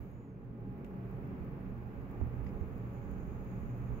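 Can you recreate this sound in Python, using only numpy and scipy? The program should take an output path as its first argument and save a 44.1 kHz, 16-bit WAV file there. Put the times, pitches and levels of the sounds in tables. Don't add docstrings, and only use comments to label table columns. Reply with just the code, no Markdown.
import sys
import numpy as np
from scipy import signal
from scipy.fft import rfft, irfft, next_fast_len
from scipy.io import wavfile
from scipy.ndimage import map_coordinates

SR = 44100
rng = np.random.default_rng(int(sys.argv[2]) if len(sys.argv) > 2 else 0)


def store_wav(level_fs):
    pcm = np.round(np.clip(np.atleast_2d(level_fs), -1, 1) * 32767)
    wavfile.write(sys.argv[1], SR, pcm.T.astype(np.int16))


N = 176400

# f/Hz, correlation
PORT_LIKENESS = [(40, 0.39), (80, .55), (130, 1), (250, 0.95), (470, 0.86), (720, 0.094), (860, 0.57),
                 (1100, 0.5), (1400, -0.56), (1750, 0.03), (2200, -0.0076), (3000, -0.0089),
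                 (15000, -0.042)]
# f/Hz, left minus right level/dB
PORT_TILT = [(120, -1), (330, -1), (470, 0.5), (620, -0.5), (820, -7.5), (1000, 1), (1200, -1),
             (1500, -2.5), (2600, -0.5), (4500, 3.5), (5500, 5), (6300, -2), (6900, -5.5), (7800, -2),
             (10500, 0), (12500, -3), (15000, -1.2)]
# f/Hz, phase/rad
PORT_LEAD = [(60, 0), (250, .17), (430, 0.46), (700, 0.13), (2000, 0.021)]
# f/Hz, level/dB
MIC_HISS_SPECTRUM = [(2000, 1.5), (4000, -1.5), (6000, -3.5), (9000, -5), (16000, -1)]

# t/s, bass level/dB, middle level/dB, treble level/dB
ROOM_LEVELS = [(0, -52.5, -62, -84.5), (.15, -53, -64, -96), (.32, -52, -67, -102),
               (.5, -50.5, -66.5, -100), (.75, -48, -62, -92.5), (1.15, -47, -59, -89.5),
               (1.45, -46.5, -58.5, -90), (1.8, -49, -59.5, -90.5), (2.3, -47, -58, -88),
               (2.95, -47, -58.5, -88.5), (4, -48.5, -57.5, -87)]
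# f/Hz, level/dB
BASS_SPECTRUM = [(20, -22), (42, -9), (62, -9), (100, -10.5), (130, -1.5), (165, -6), (230, -7),
                 (320, -12.5), (430, -12), (560, -23), (900, -53.5)]
MIDDLE_SPECTRUM = [(200, -30), (400, -12.5), (540, -0.5), (720, -4.5), (840, -4), (950, -7.5), (1170, -5),
                   (1400, -7.5), (1900, -14.5), (2450, -15), (3200, -28.5), (4000, -35.5), (5000, -38),
                   (6000, -46), (9000, -61.5)]
TREBLE_SPECTRUM = [(2000, -13.5), (5000, -12.5), (7700, -16.5), (9400, -20), (11500, -7.5), (14000, -2),
                   (15300, -1), (16000, -3)]
BASS_GAIN_DB, MIDDLE_GAIN_DB, TREBLE_GAIN_DB = 1.5, 0.5, 11.5

# t/s, level/dB
DRONE_LEVELS = [(0, -47), (.25, -60.5), (.42, -51), (.7, -47.5), (.85, -62.5), (1.02, -46.5), (1.3, -54),
                (1.8, -50), (2.05, -54), (2.3, -42.5), (2.7, -57.5), (2.95, -42.5), (3.25, -54.5),
                (3.45, -42.5), (3.72, -42), (4, -50)]
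# f/Hz, level/dB at median room bass, unsteadiness (0-1)
FAN_LINES = [(188.3, -51.5, 0.6), (225.7, -59, 0.9), (275.9, -59.5, 0.65), (376, -71, 1), (561, -69.5, 1),
             (683, -72, 0.6), (822, -70, .75)]

# t/s, level/dB
WHINE_LEVELS = [(0, -91), (.5, -101), (1.1, -95), (2.2, -92), (2.65, -88.5), (3.15, -82), (3.6, -82.5),
                (4, -83)]
# f/Hz, level/dB
WHINE_SPECTRUM = [(5600, -36.5), (6250, -9.5), (6550, 0), (6850, -1.5), (7150, -8), (7500, -27.5)]

# t/s, level/dB
GRIP_LEVELS = [(0, -42.5), (.15, -59.5), (.9, -56.5), (1.4, -52), (1.6, -54.5), (1.95, -47.5),
               (2.15, -49.5), (2.35, -46), (2.47, -42.5), (2.58, -49.5), (2.74, -44), (2.84, -51),
               (3.1, -47), (3.3, -46.5), (3.8, -50.5), (3.93, -38.5), (4, -43.5)]
# t/s, swing level/dB, knock level/dB, swing f/Hz, swing t60/s
HAND_BUMPS = [(1.407, -29, -44, 80, 0.12), (2.2132, -21, -24.5, 76, 0.21), (2.61, -22, -37, 80, 0.13),
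              (3.907, -28, -32.5, 72, 0.15)]
# f/Hz, level/dB
GRIP_SPECTRUM = [(15, -15.5), (35, 3), (70, 4), (100, -4), (160, -11), (300, -27), (800, -39), (2000, -73)]
SCUFF_SPECTRUM = [(40, -18), (150, 4), (350, 0), (700, -9.5), (1100, -16), (1700, -42), (3000, -69)]
GRIP_GAIN_DB, SCUFF_GAIN_DB, LEFT_GAIN_DB = 6.5, -8.5, -25.5
PUSH_RISE_S, SKIN_CUTOFF_HZ = 0.0006, 1300

# t/s, ring level/dB, snap level/dB, t60/s
HOUSING_CLICKS = [(0.8448, -68, -56, 0.036), (.861, -75, -66.5, .035), (2.465, -52, -78.5, 0.036),
                  (2.489, -56, -84.5, 0.032)]
# f/Hz, level/dB
PLASTIC_SPECTRUM = [(500, -28), (1500, -15), (2100, 7), (2700, -9), (3400, -15), (4300, -23), (5000, -12),
                    (5700, -25), (9000, -38)]
SNAP_SPECTRUM = [(600, 1), (2800, 5.5), (4000, -11), (5500, -9), (7000, -9.5), (10000, -18.5), (13500, -5),
                 (16000, -15.5)]

# t/s, upper ring level/dB, lower ring level/dB
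WATCH_BEATS = [(.113, -88, -79), (0.271, -95, -91), (.446, -82, -101), (.605, -78, -91.5),
               (.779, -78.5, -86.5), (0.94, -81, -87), (1.1122, -72, -82), (1.271, -72.5, -79),
               (1.446, -71, -89), (1.605, -82.5, -77), (1.779, -74.5, -86), (1.938, -84, -83),
               (2.1122, -68.5, -83), (2.271, -77.5, -82), (2.445, -73, -78), (2.604, -75.5, -84),
               (2.7792, -68.5, -88), (2.937, -78, -82), (3.1127, -70, -83), (3.271, -77, -81),
               (3.446, -72, -80), (3.604, -79.5, -85), (3.779, -71, -83), (3.939, -75, -88)]
# f/Hz, rough width/Hz, gain/dB
CASE_RINGS = [(14850, 900, 0.5), (10840, 850, -2)]
# f/Hz, level/dB
CRACK_SPECTRUM = [(3000, -12.5), (5000, 1), (6700, 1), (8500, -4), (13000, 2.5), (16000, 1)]
WATCH_GAIN_DB, CRACK_GAIN_DB, TICK_T60_S, CONTACT_GAP_S = 4.5, -8, .012, .0011


def amp(db):
    return 10 ** (np.asarray(db) / 20)


def unit(x):
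    return x / np.sqrt(np.mean(x ** 2) + 1e-30)


def along(points, hz):
    f, values = np.transpose(points)
    return np.interp(np.log(hz + 1), np.log(f + 1), values)


def curves(rows):
    times, *columns = np.transpose(rows)
    return [np.interp(np.arange(N) / SR, times, column) for column in columns]


def wobble(rate):
    knots = rng.standard_normal(N // 40)
    return unit(map_coordinates(knots, [2 + np.arange(N) * rate / SR], mode="mirror"))


def filtered(x, response):
    size = next_fast_len(N + 8192)
    return irfft(rfft(x, size) * response(np.fft.rfftfreq(size, 1 / SR)), size)[..., :N]


def burst(start, t60, attack=0.00017):
    age = np.maximum(np.arange(N) / SR - start, 0)
    return (1 - np.exp(-age / attack)) * amp(-np.minimum(60 * age / t60, 200))


def spread(hz):
    return np.arccos(np.clip(along(PORT_LIKENESS, hz), -1, 1)) / 2


def stereo_noise(spectrum):
    def response(hz):
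        colour = amp(along(spectrum, hz)) / np.maximum(1, hz / spectrum[-1][0]) ** 2
        return colour * np.array([np.cos(spread(hz)), np.sin(spread(hz))])
    mid, side = filtered(rng.standard_normal((2, N)), response)
    return unit(np.array([mid + side, mid - side]))


def mic_ports(x):
    sides = np.array([[.5], [-.5]])
    return filtered(x, lambda hz: amp(sides * along(PORT_TILT, hz))
                    * np.exp(-1j * sides * along(PORT_LEAD, hz)))


def mic_hiss():
    return amp(-89.5) * stereo_noise(MIC_HISS_SPECTRUM)


def room_tone():
    bass_db, middle_db, treble_db = curves(ROOM_LEVELS)
    bass = amp(bass_db + BASS_GAIN_DB + 0.22 * wobble(3.3)) * stereo_noise(BASS_SPECTRUM)
    middle = amp(middle_db + MIDDLE_GAIN_DB + 0.19 * wobble(11)) * stereo_noise(MIDDLE_SPECTRUM)
    treble = amp(treble_db + TREBLE_GAIN_DB) * stereo_noise(TREBLE_SPECTRUM)
    return bass + middle + treble


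def hum(hz, unsteady):
    sway = lambda: unit(wobble(6) + 0.84 * wobble(30))
    drift = lambda: (sway() + 1j * sway()) / np.sqrt(2)
    envelope = np.sqrt(1 - unsteady ** 2) + unsteady * drift()
    line = envelope * np.exp(2j * np.pi * (hz * np.arange(N) / SR + rng.random()))
    apart = spread(hz) * drift()
    return unit(np.real([line * (1 + apart), line * (1 - apart)]))


def distant_fan():
    bass_db = curves(ROOM_LEVELS)[0]
    swell = amp(0.87 * (bass_db - np.median(bass_db)))
    lines = sum(amp(db) * hum(hz, unsteady) for hz, db, unsteady in FAN_LINES)
    drone = amp(curves(DRONE_LEVELS)[0]) * hum(hz=119, unsteady=.6)
    return swell * lines + drone


def lens_whine(peak_s=.2, half_width_s=.15):
    arch = np.minimum(((np.arange(N) / SR - peak_s) / half_width_s) ** 2, 10)
    hz = 6850 - 560 * arch + 35 * wobble(90)
    whistle = amp(-88 - 13 * arch) * unit(np.cos(2 * np.pi * np.cumsum(hz) / SR))
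    whine = amp(curves(WHINE_LEVELS)[0] + 1.6 * wobble(30)) * stereo_noise(WHINE_SPECTRUM)
    return whistle + whine


def handling_noise():
    t = np.arange(N) / SR
    grip_db = curves(GRIP_LEVELS)[0] + GRIP_GAIN_DB + 1.9 * wobble(14)
    grip = amp(grip_db) * stereo_noise(GRIP_SPECTRUM)[0]
    scuff = amp(SCUFF_GAIN_DB) * stereo_noise(SCUFF_SPECTRUM)[0]
    bumps = np.zeros(N)
    for start, swing_db, knock_db, hz, t60 in HAND_BUMPS:
        rise = np.clip((t - start) / PUSH_RISE_S, 0, 20)
        push = rise * np.exp(1 - rise)
        knock = scuff * burst(start, t60=0.051, attack=0.00069) - push
        swing = -np.sin(2 * np.pi * hz * (t - start)) * burst(start, t60, attack=0.0015)
        bumps += amp(knock_db) * knock + amp(swing_db) * swing
    skin = signal.butter(4, SKIN_CUTOFF_HZ, fs=SR, output="sos")
    right = grip + signal.sosfilt(skin, bumps)
    return np.array([amp(LEFT_GAIN_DB) * right, right])


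def housing_clicks():
    ring, snap = stereo_noise(PLASTIC_SPECTRUM), stereo_noise(SNAP_SPECTRUM)
    return sum(burst(start, t60, attack=0.0006) * (amp(ring_db) * ring + amp(snap_db) * snap)
               for start, ring_db, snap_db, t60 in HOUSING_CLICKS)


def wristwatch():
    t = np.arange(N) / SR
    crack = amp(CRACK_GAIN_DB) * stereo_noise(CRACK_SPECTRUM)
    upper, lower = [amp(db) * np.array([np.sin(2 * np.pi * hz * t + wobble(width)) for _ in range(2)])
                    for hz, width, db in CASE_RINGS]
    ticks = np.zeros((2, N))
    for start, upper_db, lower_db in WATCH_BEATS:
        contacts = burst(start, TICK_T60_S) + burst(start + CONTACT_GAP_S, TICK_T60_S)
        ticks += contacts * (amp(upper_db) * (upper + crack) + amp(lower_db) * lower)
    return amp(WATCH_GAIN_DB) * ticks


def scene():
    airborne = room_tone() + distant_fan() + wristwatch() + housing_clicks() + lens_whine()
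    return mic_ports(airborne) + mic_hiss() + handling_noise()


def record(dry):
    t = np.arange(N) / SR
    from_edge_s = np.minimum(t, t[::-1])
    fade = np.sin(np.pi / 2 * np.minimum(1, from_edge_s / .006))
    return filtered(dry * fade, lambda hz: hz < 15800)


dry = scene()
out = record(dry)
store_wav(out)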